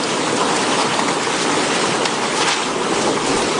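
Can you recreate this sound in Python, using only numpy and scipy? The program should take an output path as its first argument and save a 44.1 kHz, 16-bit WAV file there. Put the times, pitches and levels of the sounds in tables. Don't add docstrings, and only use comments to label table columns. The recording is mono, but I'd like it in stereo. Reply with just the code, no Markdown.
import sys
import numpy as np
from scipy import signal
from scipy.fft import rfft, irfft, next_fast_len
from scipy.io import wavfile
from scipy.ndimage import uniform_filter1d, map_coordinates

SR = 44100
rng = np.random.default_rng(int(sys.argv[2]) if len(sys.argv) > 2 else 0)


def store_wav(level_fs):
    pcm = np.round(np.clip(np.atleast_2d(level_fs), -1, 1) * 32767)
    wavfile.write(sys.argv[1], SR, pcm.T.astype(np.int16))


def how_loud(loudness_db):
    steps = np.asarray(loudness_db, float) / 20
    return 10 ** steps


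N = 158319

# time in seconds, roar level in dB.
DRIVE_LOAD = [(0, -22.5), (.3, -22), (.7, -21.5), (1, -23.5), (1.5, -23), (2, -21.5), (2.1, -25.5),
              (2.4, -22), (2.53, -27), (2.7, -24.5), (3.1, -21.5), (3.59, -21.5)]
# frequency in Hz, level in dB.
ROAR_COLOUR = [(12, -56), (20, -50), (70, -23), (140, -5.5), (290, 2.5), (352, 0), (454, 2), (624, -5),
               (900, -14.5), (1170, -36.5), (1980, -120)]
# frequency in Hz, level in dB.
GEAR_HUM = [(300.7, -40), (385.7, -40.5), (448, -41.5), (156, -43.5)]
# time in seconds, shredding level in dB, rattle level in dB.
KNIFE_LEVELS = [(0, -27, -26.5), (.3, -26, -24), (.5, -25, -22.5), (.75, -24.5, -23), (1.02, -26.5, -22.5),
                (1.3, -26, -26.5), (1.6, -24.5, -22.5), (1.85, -24.5, -26), (1.97, -27, -23),
                (2.3, -26.5, -26), (2.5, -24.5, -21), (2.62, -26.5, -26), (2.76, -29, -26.5),
                (3.0, -26.5, -25.5), (3.17, -29, -23.5), (3.32, -25.5, -25), (3.59, -25.5, -25)]
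# frequency in Hz, level in dB.
SHRED_COLOUR = [(760, -34), (1300, -3.0), (1640, -2), (2490, -5), (3040, -4.0), (3500, -6.5), (9500, -12),
                (12400, -27.5), (20900, -120), (22000, -30.5)]
# centre in Hz, width in Hz, level in dB.
HOPPER_PANELS = [(843, 288, 0), (1000, 290, 2), (1258, 242, -2)]
# time in seconds, level in dB.
DRAUGHT_LEVEL = [(0, -66), (.5, -63), (1.0, -68), (1.5, -64), (2.05, -67), (2.35, -54), (2.5, -65),
                 (2.65, -51), (3.0, -54.5), (3.2, -55), (3.45, -51), (3.59, -52)]
# time in seconds, level in dB, length in seconds, centre pitch in Hz.
FILM_TEARS = [(0.033, -31.5, 0.011, 4170), (0.1, -26.5, 0.023, 3330), (0.326, -23, 0.0059, 5960),
              (0.369, -24.5, 0.022, 5870), (0.566, -21, 0.021, 6200), (0.623, -25, 0.029, 5800),
              (0.734, -25, 0.025, 3220), (0.816, -27, 0.023, 3470), (0.938, -32, 0.02, 3600),
              (0.997, -23, 0.013, 4300), (1.087, -23.5, 0.016, 4800), (1.233, -25, 0.013, 6550),
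              (1.398, -26.5, 0.065, 2910), (1.426, -26, 0.038, 6500), (1.758, -27.5, 0.017, 3080),
              (1.818, -28.5, 0.036, 3000), (1.861, -26.5, 0.011, 6350), (2.057, -11, 0.0078, 3590),
              (2.104, -29, 0.0097, 5930), (2.375, -22.5, .035, 4370), (2.417, -18.5, 0.031, 3170),
              (2.437, -26.5, 0.023, 2510), (2.487, -18.5, 0.022, 6140), (2.488, -20.5, 0.041, 1400),
              (2.511, -21.5, .025, 3240), (2.465, -26.5, 0.022, 3000), (2.573, -26.5, .035, 2490),
              (2.531, -18, 0.03, 2970), (2.521, -25.5, .04, 1210), (2.061, -21, 0.005, 1100),
              (0.302, -25.5, 0.045, 1000), (0.643, -26, 0.029, 950), (0.803, -26.5, .05, 955),
              (1.452, -29, 0.069, 790), (3.021, -25.5, 0.02, 6270), (3.079, -29.5, 0.066, 4380),
              (3.272, -25.5, 0.041, 6100), (3.374, -24, 0.032, 6040), (3.423, -22.5, 0.01, 2960)]
# time in seconds, peak
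# level in dB, pitch in Hz.
WALL_KNOCKS = [(0.278, -5.5, 1000), (.412, -2, 1040), (0.734, -1.5, 976), (.789, -11, 930), (0.992, 0, 847),
               (.993, -6.5, 1820), (1.169, -7.5, 1000), (1.271, -3, 960), (1.494, -5, 964),
               (1.84, -3.5, 1000), (1.892, -11, 700), (2.008, -6, 490), (2.057, -3, 910), (2.411, -6, 943),
               (2.479, -11, 1660), (2.93, -7, 1000), (2.992, -8, 885), (3.074, -4, 870),
               (3.175, -6.5, 1033), (3.585, -7, 800), (0.036, -1.5, 4610), (0.721, -6, 3070),
               (.94, -6, 3540), (1.084, -3, 2094), (1.816, -7, 3010), (.72, -7.5, 1000), (.812, -6, 890),
               (1.081, -8.5, 923), (1.3, -9, 900), (2.029, -8.5, 452), (.235, -10, 3140),
               (.288, -9.5, 1530), (0.937, -14, 870), (1.201, -13, 2730), (1.75, -8.5, 2710),
               (2.238, -13, 1910), (2.851, -12, 1750), (3.421, -12, 1520), (2.043, -10.5, 812),
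               (.55, -8.5, 1860), (2.019, -7, 2970), (2.03, -15, 2920)]
# time in seconds, peak level in dB, pitch in Hz.
ROTOR_THUDS = [(0.365, -7, 288), (0.441, -15, 290), (0.468, -7, 470), (0.707, -18, 337), (0.811, -10, 312),
               (0.843, -10, 400), (1.081, -8.5, 461), (1.119, -9.5, 330), (1.162, -10.5, 400),
               (1.269, -11.5, 460), (1.335, -12, 320), (1.402, -22, 263), (1.441, -15, 282),
               (1.512, -14, 310), (1.658, -9, 546), (1.712, -12, 442), (1.784, -13, 383), (1.85, -17, 328),
               (1.89, -10, 333), (2.004, -14.5, 524), (2.066, -23, 428), (2.246, -14, 431),
               (2.378, -19, 326), (2.402, -9, 456), (2.444, -16, 457), (2.473, -18, 465), (2.566, -10, 375),
               (2.659, -12, 257), (2.725, -19, 434), (2.906, -7, 328), (3.079, -9, 433), (3.251, -9, 364),
               (3.295, -12, 260), (3.376, -15, 390), (3.459, -8, 425), (3.512, -15, 403), (3.558, -17, 366)]
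# frequency in Hz, time to fall by 60 dB in seconds.
ROOM_DECAY = [(200, 0.14), (2000, 0.88), (10000, 0.26)]
# time in seconds, level in dB, centre pitch in Hz.
SACK_BOOM = [(0, -55, 381), (2.5, -46.5, 379), (2.7, -31, 380), (2.82, -26.5, 380.6), (2.95, -31, 420),
             (3.1, -27.5, 435), (3.2, -27.5, 400.6), (3.28, -29.5, 370.2), (3.38, -25, 407.7),
             (3.45, -29.5, 467.7), (3.51, -28, 404.6), (3.59, -27, 374)]
# frequency in Hz, step over mean treble level in dB.
ROUNDING_STEP = [(100, 4), (1000, 11), (3000, 8), (6000, 7), (9000, 7.5), (10500, 7)]

SNAPS_PER_S, RATTLES_PER_S, PINGS_PER_S = 2500, 800, 120
PANEL_TOP_HZ, PANEL_STEEP = 1446, 8
PING_HZ, PING_SPREAD, PING_CYCLES, PING_DB = 1400, .6, 22, -32
TEAR_OCTAVES = .9
KNOCK_T60, KNOCK_SPREAD = .038, .09
KNOCK_DB, CRACK_DB, CRACK_T60 = 1, -9, 0.0066
THUD_T60, THUD_RISE_S, THUD_DB = 0.1, 0.0051, -4.5
ROOM_DB = -12.5
BOOM_WIDTH_HZ, BOOM_STEADY = 75, .7
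DUCK_FROM_DB, DUCK_RATIO, DUCK_RELEASE_S = -20.5, 0.81, 0.024
MIC_TOP_HZ, MIC_STEEP = 10315, 16
CEILING, KNEE = .7, 6
STORE_TOP_HZ = 10470


def unit(x):
    return x / np.sqrt(np.mean(x ** 2) + 1e-20)


def along(points, hz):
    f, v = np.transpose(points)
    return np.interp(np.log(hz + 1), np.log(f + 1), v)


def curves(rows):
    s, *cols = np.transpose(rows)
    return [np.interp(np.arange(N) / SR, s, c) for c in cols]


def wobble(rate):
    points = rng.standard_normal(int(N * rate / SR) + 4)
    return map_coordinates(points, [np.arange(N) * rate / SR])


def filtered(x, response):
    m = next_fast_len(len(x) + 8192)
    spectrum = rfft(x, m) * response(np.fft.rfftfreq(m, 1 / SR))
    return irfft(spectrum, m)[:len(x)]


def patchy(depth_db):
    z = signal.stft(rng.standard_normal(N), nperseg=512)[2]
    field = uniform_filter1d(rng.standard_normal(z.shape), 8, 0)
    field = uniform_filter1d(field, 6, 1)
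    return unit(signal.istft(z * how_loud(depth_db * unit(field)), nperseg=512)[1][:N])


def clicks(count, spread_db):
    when, luck, sign = rng.random((int(count * N / SR), 3)).T
    size_db = np.minimum(-spread_db * np.log(1 - luck), 3 * spread_db)
    size = np.sign(sign - .5) * how_loud(size_db)
    return unit(np.bincount((when * N).astype(int), size, N))


def drive():
    load_db, = curves(DRIVE_LOAD)
    roar = unit(filtered(patchy(depth_db=0.5), lambda hz: how_loud(along(ROAR_COLOUR, hz))))
    roar_db = load_db - 0.2 + 0.88 * wobble(12)
    t = np.arange(N) / SR
    tones = np.zeros(N)
    for hz, db in GEAR_HUM:
        level = how_loud(db + 1 + 3.6 * wobble(2.97))
        tones += level * np.sin(2 * np.pi * hz * t + 2.23 * wobble(6))
    return how_loud(roar_db) * roar + tones


def panels(f):
    total = 0
    for k, (centre, width, db) in enumerate(HOPPER_PANELS):
        ringing = 1j * f * width / (centre * centre - f * f + 1j * f * width)
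        total = total + (-1) ** k * how_loud(db) * ringing
    return total / (1 + (f / PANEL_TOP_HZ) ** PANEL_STEEP)


def knives():
    shred_db, rattle_db = curves(KNIFE_LEVELS)
    pass_db = wobble(20) + 0.43 * wobble(11)
    snaps = .45 * clicks(count=SNAPS_PER_S, spread_db=2.5) + patchy(depth_db=2.01)
    shred = unit(filtered(snaps, lambda hz: how_loud(along(SHRED_COLOUR, hz))))
    scrap = .9 * clicks(count=RATTLES_PER_S, spread_db=3.0) + patchy(depth_db=1.86)
    rattle = unit(filtered(scrap, panels))
    shred_db = shred_db + 2.5 + 0.67 * pass_db
    rattle_db = rattle_db - 0.48 + 0.57 * pass_db + 0.68 * wobble(30.06)
    return how_loud(shred_db) * shred + how_loud(rattle_db) * rattle


def pings():
    draw = rng.standard_normal((int(PINGS_PER_S * N / SR), 2))
    at, t = rng.integers(0, N, len(draw)), np.arange(SR // 20) / SR
    hz = PING_HZ * np.exp(PING_SPREAD * draw[:, :1])
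    envelope = np.exp(-t * hz / PING_CYCLES) * (1 - np.exp(-t / 0.0022))
    rings = how_loud(3.3 * draw[:, 1:]) * np.sin(2 * np.pi * hz * t) * envelope
    where = at[:, None] + np.arange(len(t))
    return how_loud(PING_DB) * unit(np.bincount(where.ravel(), rings.ravel())[:N])


def draught():
    level_db, = curves(DRAUGHT_LEVEL)
    low = filtered(rng.standard_normal(N), lambda hz: hz / (hz + 60) / (1 + (hz / 70) ** 4))
    return how_loud(level_db + 4.6 * wobble(7.3)) * unit(low)


def tears():
    out, t = np.zeros(N + SR), np.arange(-SR // 20, SR // 10) / SR
    source = 0.99 * clicks(count=SNAPS_PER_S, spread_db=2.5) + rng.standard_normal(N)
    for s, db, length, hz in FILM_TEARS:
        at = round(s * SR)
        band = lambda f: np.exp(-.5 * (np.log2((f + 1) / hz) / TEAR_OCTAVES) ** 2)
        grain = unit(filtered(np.roll(source, -at)[:len(t)], band))
        side = length * np.where(t < 0, 0.55, .8)
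        swell = np.exp(-2 * (t / side) ** 2)
        out[at:at + len(t)] += how_loud(db) * swell * grain
    return out[SR // 20:][:N]


def knocks():
    out, t = np.zeros(N + SR), np.arange(SR // 10) / SR
    draw = rng.standard_normal((len(WALL_KNOCKS), 5))
    rough = np.gradient(uniform_filter1d(rng.standard_normal(len(t)), size=12)) * 5
    crack = how_loud(CRACK_DB - 60 * t / CRACK_T60) * rough
    for (s, db, hz), d in zip(WALL_KNOCKS, draw):
        ring = np.zeros(len(t))
        for k in range(5):
            mode_hz = hz * np.exp(KNOCK_SPREAD * (k - 2 + .3 * d[k]))
            ring += np.sin(2 * np.pi * mode_hz * t) / (1 + abs(k - 2)) / 2.2
        fade = how_loud(-60 * t / (KNOCK_T60 * np.sqrt(1000 / hz)))
        rise = 1 - np.exp(-t / 0.0014)
        out[round(s * SR):][:len(t)] += how_loud(db + KNOCK_DB) * (fade * rise * ring + crack)
    return out[:N]


def thuds():
    out, t = np.zeros(N + SR), np.arange(SR // 8) / SR
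    rise = 1 - np.exp(-t / THUD_RISE_S)
    for s, db, hz in ROTOR_THUDS:
        fade = how_loud(db + THUD_DB - 60 * t / THUD_T60)
        out[round(s * SR):][:len(t)] += fade * rise * np.sin(2 * np.pi * hz * t)
    return out[:N]


def room(x):
    hz, t, z = signal.stft(rng.standard_normal(SR // 2), SR, nperseg=256)
    fade = how_loud(-60 * t / along(ROOM_DECAY, hz)[:, None])
    tail = signal.istft(z * fade, SR, nperseg=256)[1]
    late = np.pad(x, (300, 0))
    return signal.fftconvolve(late, tail / np.linalg.norm(tail))[:N]


def boom():
    level_db, hz = curves(SACK_BOOM)
    phase = 2 * np.pi * np.cumsum(hz) / SR
    air = (BOOM_STEADY + wobble(BOOM_WIDTH_HZ)) * np.sin(phase)
    air += wobble(BOOM_WIDTH_HZ) * np.cos(phase)
    return how_loud(level_db) * unit(air)


def scene():
    hits = tears() + knocks() + thuds()
    machine = drive() + knives() + pings() + boom()
    mono = machine + draught() + hits + how_loud(ROOM_DB) * room(hits)
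    return np.array([mono, mono])


def camera_rounding(x, size=1024):
    n, k = np.arange(2 * size), np.arange(size) + .5
    hz = k * SR / (2 * size)
    window = np.sin(np.pi * (n + .5) / (2 * size))[:, None]
    waves = np.cos(np.pi / size * np.outer(n + .5 + size / 2, k))
    basis = window * waves * np.sqrt(2 / size)
    blocks = np.pad(x, (size, 2 * size - len(x) % size)).reshape(-1, size)
    lines = np.hstack([blocks[:-1], blocks[1:]]) @ basis
    treble = np.sqrt(np.mean(lines[:, size // 4:] ** 2, 1, keepdims=True) + 1e-12)
    step = how_loud(along(ROUNDING_STEP, hz) + rng.normal(0, 1.5, (len(lines), 1))) * treble
    rounded = np.sign(lines) * np.floor(np.abs(lines) / step + .4) * step
    back = (rounded * (hz < STORE_TOP_HZ)) @ basis.T
    return (back[:-1, size:] + back[1:, :size]).ravel()[:len(x)]


def low_pass(x):
    return signal.sosfilt(signal.butter(12, 10730, fs=SR, output="sos"), x)


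def record(dry):
    sharp = filtered(dry[0], lambda hz: hz > 2000)
    power = np.abs(uniform_filter1d(sharp ** 2, 441, origin=220))
    over_db = np.maximum(10 * np.log10(power + 1e-9) - DUCK_FROM_DB, 0)
    keep = np.exp(-1 / (DUCK_RELEASE_S * SR))
    duck_db = signal.lfilter([1 - keep], [1, -keep], over_db)
    ducked = dry[0] * how_loud(-DUCK_RATIO * duck_db)
    mono = filtered(ducked, lambda hz: 1 / (1 + (hz / MIC_TOP_HZ) ** MIC_STEEP))
    mono = mono / (1 + np.abs(mono / CEILING) ** KNEE) ** (1 / KNEE)
    mono = camera_rounding(mono)
    return low_pass(np.array([mono, mono]))


dry = scene()
out = record(dry)
store_wav(out)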